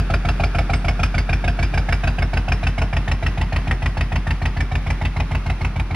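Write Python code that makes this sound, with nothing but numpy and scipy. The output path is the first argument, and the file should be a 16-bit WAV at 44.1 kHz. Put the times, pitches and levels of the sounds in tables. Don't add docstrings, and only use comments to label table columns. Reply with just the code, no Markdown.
import sys
import numpy as np
from scipy import signal
from scipy.fft import rfft, irfft
from scipy.io import wavfile
from scipy.ndimage import uniform_filter1d, map_coordinates

SR = 44100
rng = np.random.default_rng(int(sys.argv[2]) if len(sys.argv) > 2 else 0)


def store_wav(level_fs):
    pcm = np.round(np.clip(np.atleast_2d(level_fs), -1, 1) * 32767)
    wavfile.write(sys.argv[1], SR, pcm.T.astype(np.int16))


def decibels_to_gain(level_db):
    exponent = np.asarray(level_db, float) / 20
    return 10 ** exponent


N = 262395
TIME = np.arange(N) / SR
FREQ = np.fft.rfftfreq(N, 1 / SR)

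# (t/s, engine cycles done)
CRANK = [(-0.953, -7), (0.09, 0), (0.6862, 4), (1.5792, 10), (2.4716, 16), (3.3645, 22), (4.7052, 31),
         (5.0036, 33), (5.8974, 39)]
# (t/s, level against mid-way/dB)
NEAR = [
    (0, 2),
    (1, 1.63),
    (2, 1.56),
    (3, 0),
    (4.2, -1),
    (5, -1.5),
    (5.95, -3),
]


def boom():
    # (f/Hz, signed amplitude, time to fall 60 dB/s)
    pipe = [(46.9, 0.304, 0.546), (64.4, -0.609, 0.071), (87.0, -0.217, 0.147), (93.8, 0.417, 0.072),
            (129.3, -0.13, 0.134), (156.2, 0.153, 0.14), (191.2, 0.013, 0.458), (236.6, 0.01, 0.55),
            (301.3, -0.009, 0.211), (375.6, 0.015, 0.06)]
    # (f/Hz, signed amplitude, time to fall 60 dB/s)
    hull = [(47.8, 0.279, 0.55), (62.7, -0.156, 0.219), (73.8, -0.194, 0.145), (93.7, -0.032, 0.55),
            (120.4, -0.084, 0.365), (163.4, 0.515, 0.061), (174.2, -0.29, 0.121), (248.4, 0.023, 0.065),
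            (253.9, -0.03, 0.313), (306.7, -0.006, 0.55)]
    cylinder_gap_s = .0372
    s, cycles = np.transpose(CRANK)
    starts = np.interp(np.arange(cycles[0], cycles[-1] + 1), cycles, s) + 1
    # under 60 Hz, 60-190 Hz, above
    fade = [share * curve(NEAR, 1) for share in (1, 0.26, 1)]
    out = np.zeros(N + SR)
    for modes, lag_s, second_share in ((pipe, .0146, .9495), (hull, .0237, .3123)):
        blows = np.zeros(N + 2 * SR)
        blows[((starts + lag_s) * SR).astype(int)] = 1
        blows[((starts + lag_s + cylinder_gap_s) * SR).astype(int)] = second_share
        for hz, gain, t60 in modes:
            db = fade[np.searchsorted([60, 190], hz)]
            level_db = np.pad(db, (SR, 0), "edge") - db[N // 2]
            out += gain * ring(blows[:N + SR], hz, t60) * decibels_to_gain(level_db)
    return signal.sosfilt(signal.butter(4, 35.7, "high", fs=SR, output="sos"), out)[SR:]


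def strokes(lag_s, start_db, fall, high_column):
    # (t/s, low f/Hz, high f of first cylinder/Hz, high f of second cylinder/Hz)
    whistles = [(0, 1369, 2400, 2430), (1, 1310, 2300, 2300), (1.6, 1710, 2310, 2330),
                (2.6, 1530, 2400, 2550), (3.1, 1990, 2194, 2530), (3.7, 1867, 2580, 2600),
                (4.2, 1876, 2470, 2620), (4.7, 1800, 2140, 2320), (5.15, 2005, 2130, 2620),
                (5.45, 2132, 2190, 2520), (5.95, 2106, 2260, 2630)]
    # (t/s, then change of clang/dB, low whistle/dB, high whistle/dB)
    uneven = [(.099, 0.5, 2, -12), (.397, 3.7, -10, 0.5), (.434, 2.5, 0, 0), (.583, 5, -3, -0.5),
              (.695, 3.5, 0.5, 0), (.881, 4, -14, 3), (1.03, -6, 4, 3.5), (1.179, -18, -21, 3),
              (1.291, 0.5, 0, 1.5), (1.328, -7, -5, 0.5), (1.625, -25, -6, 1.5), (1.923, -3, 1, 3.5),
              (2.518, -1.5, 3, 4), (2.63, -0.5, -9, 2.5), (2.667, -2, -0.5, 1.5), (2.778, 0, -3, 5),
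              (2.815, 4.5, 0, -2), (2.927, 0, 1.5, 2.5), (3.076, -0.5, 5, -4), (3.262, -38, 3, 2.5),
              (3.374, -1.5, -9, -1), (3.709, 1.5, 7, -1), (3.857, -1.5, 5, 0), (4.267, 0, 5.5, -15),
              (4.453, 0.5, 4.5, 2), (4.863, -2.5, -10, 0.5), (5.199, 4.5, -3, 0.3), (5.459, -2, 3, -1),
              (5.757, -1.5, -11, 0), (5.943, 2, 0, -1)]
    s, cycles = np.transpose(CRANK)
    times = np.interp(np.arange(-1, cycles[-1] + 1), cycles, s) + lag_s
    at = (times * SR).astype(int).clip(0)
    chance = rng.standard_normal((len(times), 5))
    db = np.array(start_db) + np.outer(curve(NEAR, 1)[at], fall)
    change_db = 1.5 * chance[:, :3]
    for when, *extra_db in uneven:
        change_db[np.abs(times - when) < .015] = extra_db
    clang, low, high = (db + change_db).T
    low_hz = curve(whistles, 1)[at] * (1 + .04 * chance[:, 3])
    high_hz = curve(whistles, high_column)[at] * (1 + .04 * chance[:, 4])
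    return np.transpose([times, clang, low_hz, low, high_hz, high])


def puffs(events, knock, rise_s, hold_s, fall_s, clang_db, whistle_db, jet_db, whistle_t60, ragged_db,
          ping_db, rumble_db, lead_s, plate_db):
    # (f/Hz, level per Hz/dB)
    jet_colour = [(500, 1), (1000, 2.5), (2000, 3), (2800, 2), (3300, -4.5), (4200, -17), (5000, -11),
                  (5600, -14.5), (6500, -13.5), (8300, -18.5), (12000, -29.5), (15000, -39), (16500, -84)]
    # (f/Hz, time to fall 60 dB/s, share near, share far)
    outlet = [(536, 0.21, 0.058, 0.026), (703, 0.048, 0.86, 0.13), (767, 0.033, 0.57, 0.6),
              (870, 0.026, 0.066, 1), (1020, 0.018, 0.017, 0.47), (464, 0.095, 0.16, 0.13)]
    out, rumble = np.zeros(N), np.zeros(N)
    hiss = ragged(jet_colour, ragged_db)
    t = np.arange(SR // 12) / SR
    after = np.maximum(t - rise_s - hold_s, 0)
    shut = 0.43 * np.exp(-after / fall_s) + 0.84 * np.exp(-after / 0.018)
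    gate = np.minimum(t / rise_s, 1) ** 2 * shut
    for s, db, low_hz, low_db, high_hz, high_db in events:
        gas = rng.standard_normal((5, len(t))) * gate
        far = s * SR / N
        push = 0.057 * gas[0]
        push[[0, int(SR / outlet[1][0])]] += knock
        clang = 0
        for hz, t60, near, away in outlet:
            clang = clang + (near + (away - near) * far) * ring(push, hz, t60)
        add(out, s, unit(clang) * decibels_to_gain(db + clang_db))
        for rush, hz, level_db in ((gas[1], low_hz, low_db), (gas[2], high_hz, high_db)):
            tone = np.cos(2 * np.pi * hz * t + rng.uniform(0, 2 * np.pi))
            drive = (rush + 0.37 * gate * tone) * gate
            add(out, s - lead_s, unit(ring(drive, hz, whistle_t60)) * decibels_to_gain(level_db + whistle_db))
        ping = unit(ring(gas[3], 5050 * (1 + .025 * gas[4, 200]), .012))
        add(out, s + 0.0016, ping * decibels_to_gain(high_db + ping_db - 8.1 * far))
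        plate = unit(ring(gas[4] * gate, rng.uniform(2900, 4500), .012))
        add(out, s + 0.001015, plate * decibels_to_gain(db / 2 + plate_db))
        swell = (t / 0.011) * np.exp(1 - t / 0.0089)
        add(rumble, s + 0.017, swell * decibels_to_gain(rumble_db - 0.9 * far))
        i = max(int(s * SR), 0)
        jet = unit(gate[:N - i] * hiss[i:i + len(t)])
        add(out, s, jet * decibels_to_gain(0.61 * max(low_db, high_db) + jet_db - 1.17 * far))
    return band(out, 500, 22000) + rumble * unit(band(rng.standard_normal(N), 190, 412))


def ragged(points, depth_db):
    spectrum = rfft(coloured(points))
    octave = np.round(np.log2((FREQ + 1) / 700)).clip(0, 4)
    out = np.zeros(N)
    for k in range(5):
        spurts_db = depth_db * (1 - 0.13 * k) * walk(350)
        out += irfft(spectrum * (octave == k), N) * decibels_to_gain(spurts_db)
    return out


def water(x):
    # (t/s, first dip f/Hz, share)
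    mirror = [(0, 1020, 0.25), (1.5, 1024, 0.26), (3, 1164, 0.078), (4.5, 1385, 0.06), (5.95, 1700, 0.1)]
    late = np.arange(N) - SR / curve(mirror, 1)
    return x - curve(mirror, 2) * map_coordinates(x, [late], order=3)


def trees(x, t60_low, t60_high):
    t = np.arange(SR) / SR
    noise = rng.standard_normal((2, SR)) * np.minimum(t / 0.0014, 1)
    low = signal.sosfilt(signal.butter(2, 1800, fs=SR, output="sos"), noise)
    tail = low * decibels_to_gain(-60 * t / t60_low) + (noise - low) * decibels_to_gain(-60 * t / t60_high)
    leaves = rng.standard_normal(SR) * decibels_to_gain(-60 * t / 0.025)
    side = 0.17 * band(tail[1], 590, 5600) + 5.4 * band(leaves, 1890, 5300)
    pair = spread(tail[0], side)
    return signal.fftconvolve(x[None], pair / np.sqrt(SR / 20), axes=1)[:, :N]


def bird():
    # (t/s, f/Hz, level/dB)
    chip = [
        (.718, 8330, -66),
        (.73, 8320, -51),
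        (.745, 8260, -56),
        (.76, 8300, -47),
        (.778, 8250, -50),
        (.787, 8230, -58),
        (.84, 8260, -66),
    ]
    hz = curve(chip, 1) * (1 + 0.0046 * walk(260))
    sounding = (TIME > chip[0][0]) * (TIME < chip[-1][0])
    return np.sin(2 * np.pi * np.cumsum(hz) / SR) * decibels_to_gain(curve(chip, 2)) * sounding


def bank():
    # (f/Hz, level per Hz/dB)
    hush = [(90, -11), (150, -2), (290, -12), (520, -23), (750, -19.5), (1330, -19), (2460, -24.5),
            (3100, -30), (4500, -36), (5800, -38.5), (8000, -45.5), (12000, -49.5), (15000, -53),
            (16500, -99)]
    mid, side = water(coloured(hush)), coloured(hush)
    side = 0.75 * band(side, 416, 5100) + 1.4 * band(side, 2030, 5600)
    mid = mid / np.std(band(mid, 400, 16000))
    flicker_db = .7 * walk(15)
    return decibels_to_gain(-37.5 - 1.6 + 0.58 * curve(NEAR, 1) + flicker_db) * spread(mid, side)


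def curve(table, column):
    return np.interp(TIME, [r[0] for r in table], [r[column] for r in table])


def unit(x):
    return x / np.sqrt(np.mean(x ** 2))


def on_log(points):
    hz, value = np.transpose(points)
    return np.interp(np.log(FREQ + 1), np.log(hz), value)


def coloured(points):
    return unit(irfft(rfft(rng.standard_normal(N)) * decibels_to_gain(on_log(points)), N))


def ring(x, hz, t60):
    pole = np.exp((2j * np.pi * hz - np.log(1000) / t60) / SR)
    return signal.lfilter([1], [1, -pole], x).imag


def walk(rate):
    k = int(SR / rate)
    held = np.repeat(rng.standard_normal(N // k + 1), k)
    return 1.3 * uniform_filter1d(uniform_filter1d(held, k), k)[:N]


def add(track, s, piece):
    i = int(s * SR)
    track[max(i, 0):i + len(piece)] += piece[max(-i, 0):max(N - i, 0)]


def band(x, lo_hz, hi_hz):
    return signal.sosfilt(signal.butter(3, [lo_hz, hi_hz], "band", fs=SR, output="sos"), x)


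def spread(mid, side):
    side = signal.sosfilt(signal.ellip(8, .5, 70, 6600, fs=SR, output="sos"), side)
    return np.array([mid + side, mid - side])


def scene():
    first_strokes = strokes(.009, (-26.5, -29, -28.5), fall=(1.17, 1, 1), high_column=2)
    second_strokes = strokes(.046, (-29.5, -29, -27), fall=(0.97, 0.96, 1.2), high_column=3)
    first = puffs(first_strokes, knock=1.0, rise_s=0.00492, hold_s=0.0018, fall_s=0.009,
                  clang_db=-8, whistle_db=-13.5, jet_db=-23.0, whistle_t60=0.0094, ragged_db=1.5,
                  ping_db=-24.5, rumble_db=-36.5, lead_s=0.002512, plate_db=-38)
    second = puffs(second_strokes, knock=0.38, rise_s=0.002865, hold_s=0.00478, fall_s=0.0028,
                   clang_db=-5.5, whistle_db=-8.5, jet_db=-19, whistle_t60=0.0047, ragged_db=4.0,
                   ping_db=-17.0, rumble_db=-35.5, lead_s=0.000787, plate_db=-34.5)
    gas = water(first + second)
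    scattered = decibels_to_gain(-12) * trees(gas, t60_low=0.28, t60_high=0.36)
    bird_pair = bird() * np.array([[1.9], [.95]])
    return boom() + gas + scattered + bank() + bird_pair


def top_cut(x):
    return signal.sosfilt(signal.butter(12, 15830, fs=SR, output="sos"), x)


def record(dry):
    # (f/Hz, phase by which left leads/rad)
    port_lead = [(0, 0), (200, -.03), (500, -.3), (950, -.55), (1250, 0), (1550, -.35), (2100, .2),
                 (2500, -.85), (3300, -1.1), (4700, 1), (6900, 2.3), (7800, 4), (11150, 7.1), (15100, 10.9)]
    # (f/Hz, left minus right level/dB)
    tilt = [(60, 0), (210, 0), (320, .5), (490, .86), (740, -3.1), (1130, -2.3), (1710, -1.), (4000, 0)]
    # (from f/Hz, to f/Hz, half turns)
    locked = [(6980, 7850, 1), (9750, 11100, 2), (12350, 14300, 3), (15300, 22050, 4)]
    lead = np.interp(FREQ, *np.transpose(port_lead))
    for lo_hz, hi_hz, half_turns in locked:
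        lead[(FREQ > lo_hz) & (FREQ <= hi_hz)] = half_turns * np.pi
    half = decibels_to_gain(on_log(tilt) / 2) * np.exp(.5j * lead)
    low = signal.sosfiltfilt(signal.butter(2, 200, fs=SR, output="sos"), dry)
    pair = low + irfft(rfft(dry - low) * np.array([half, 1 / half]), N)
    pair = np.tanh(1.13 * pair) / 1.08
    pair = signal.sosfiltfilt(signal.ellip(8, .1, 50, 15800, fs=SR, output="sos"), pair)
    return top_cut(pair)


dry = scene()
out = record(dry)
store_wav(out)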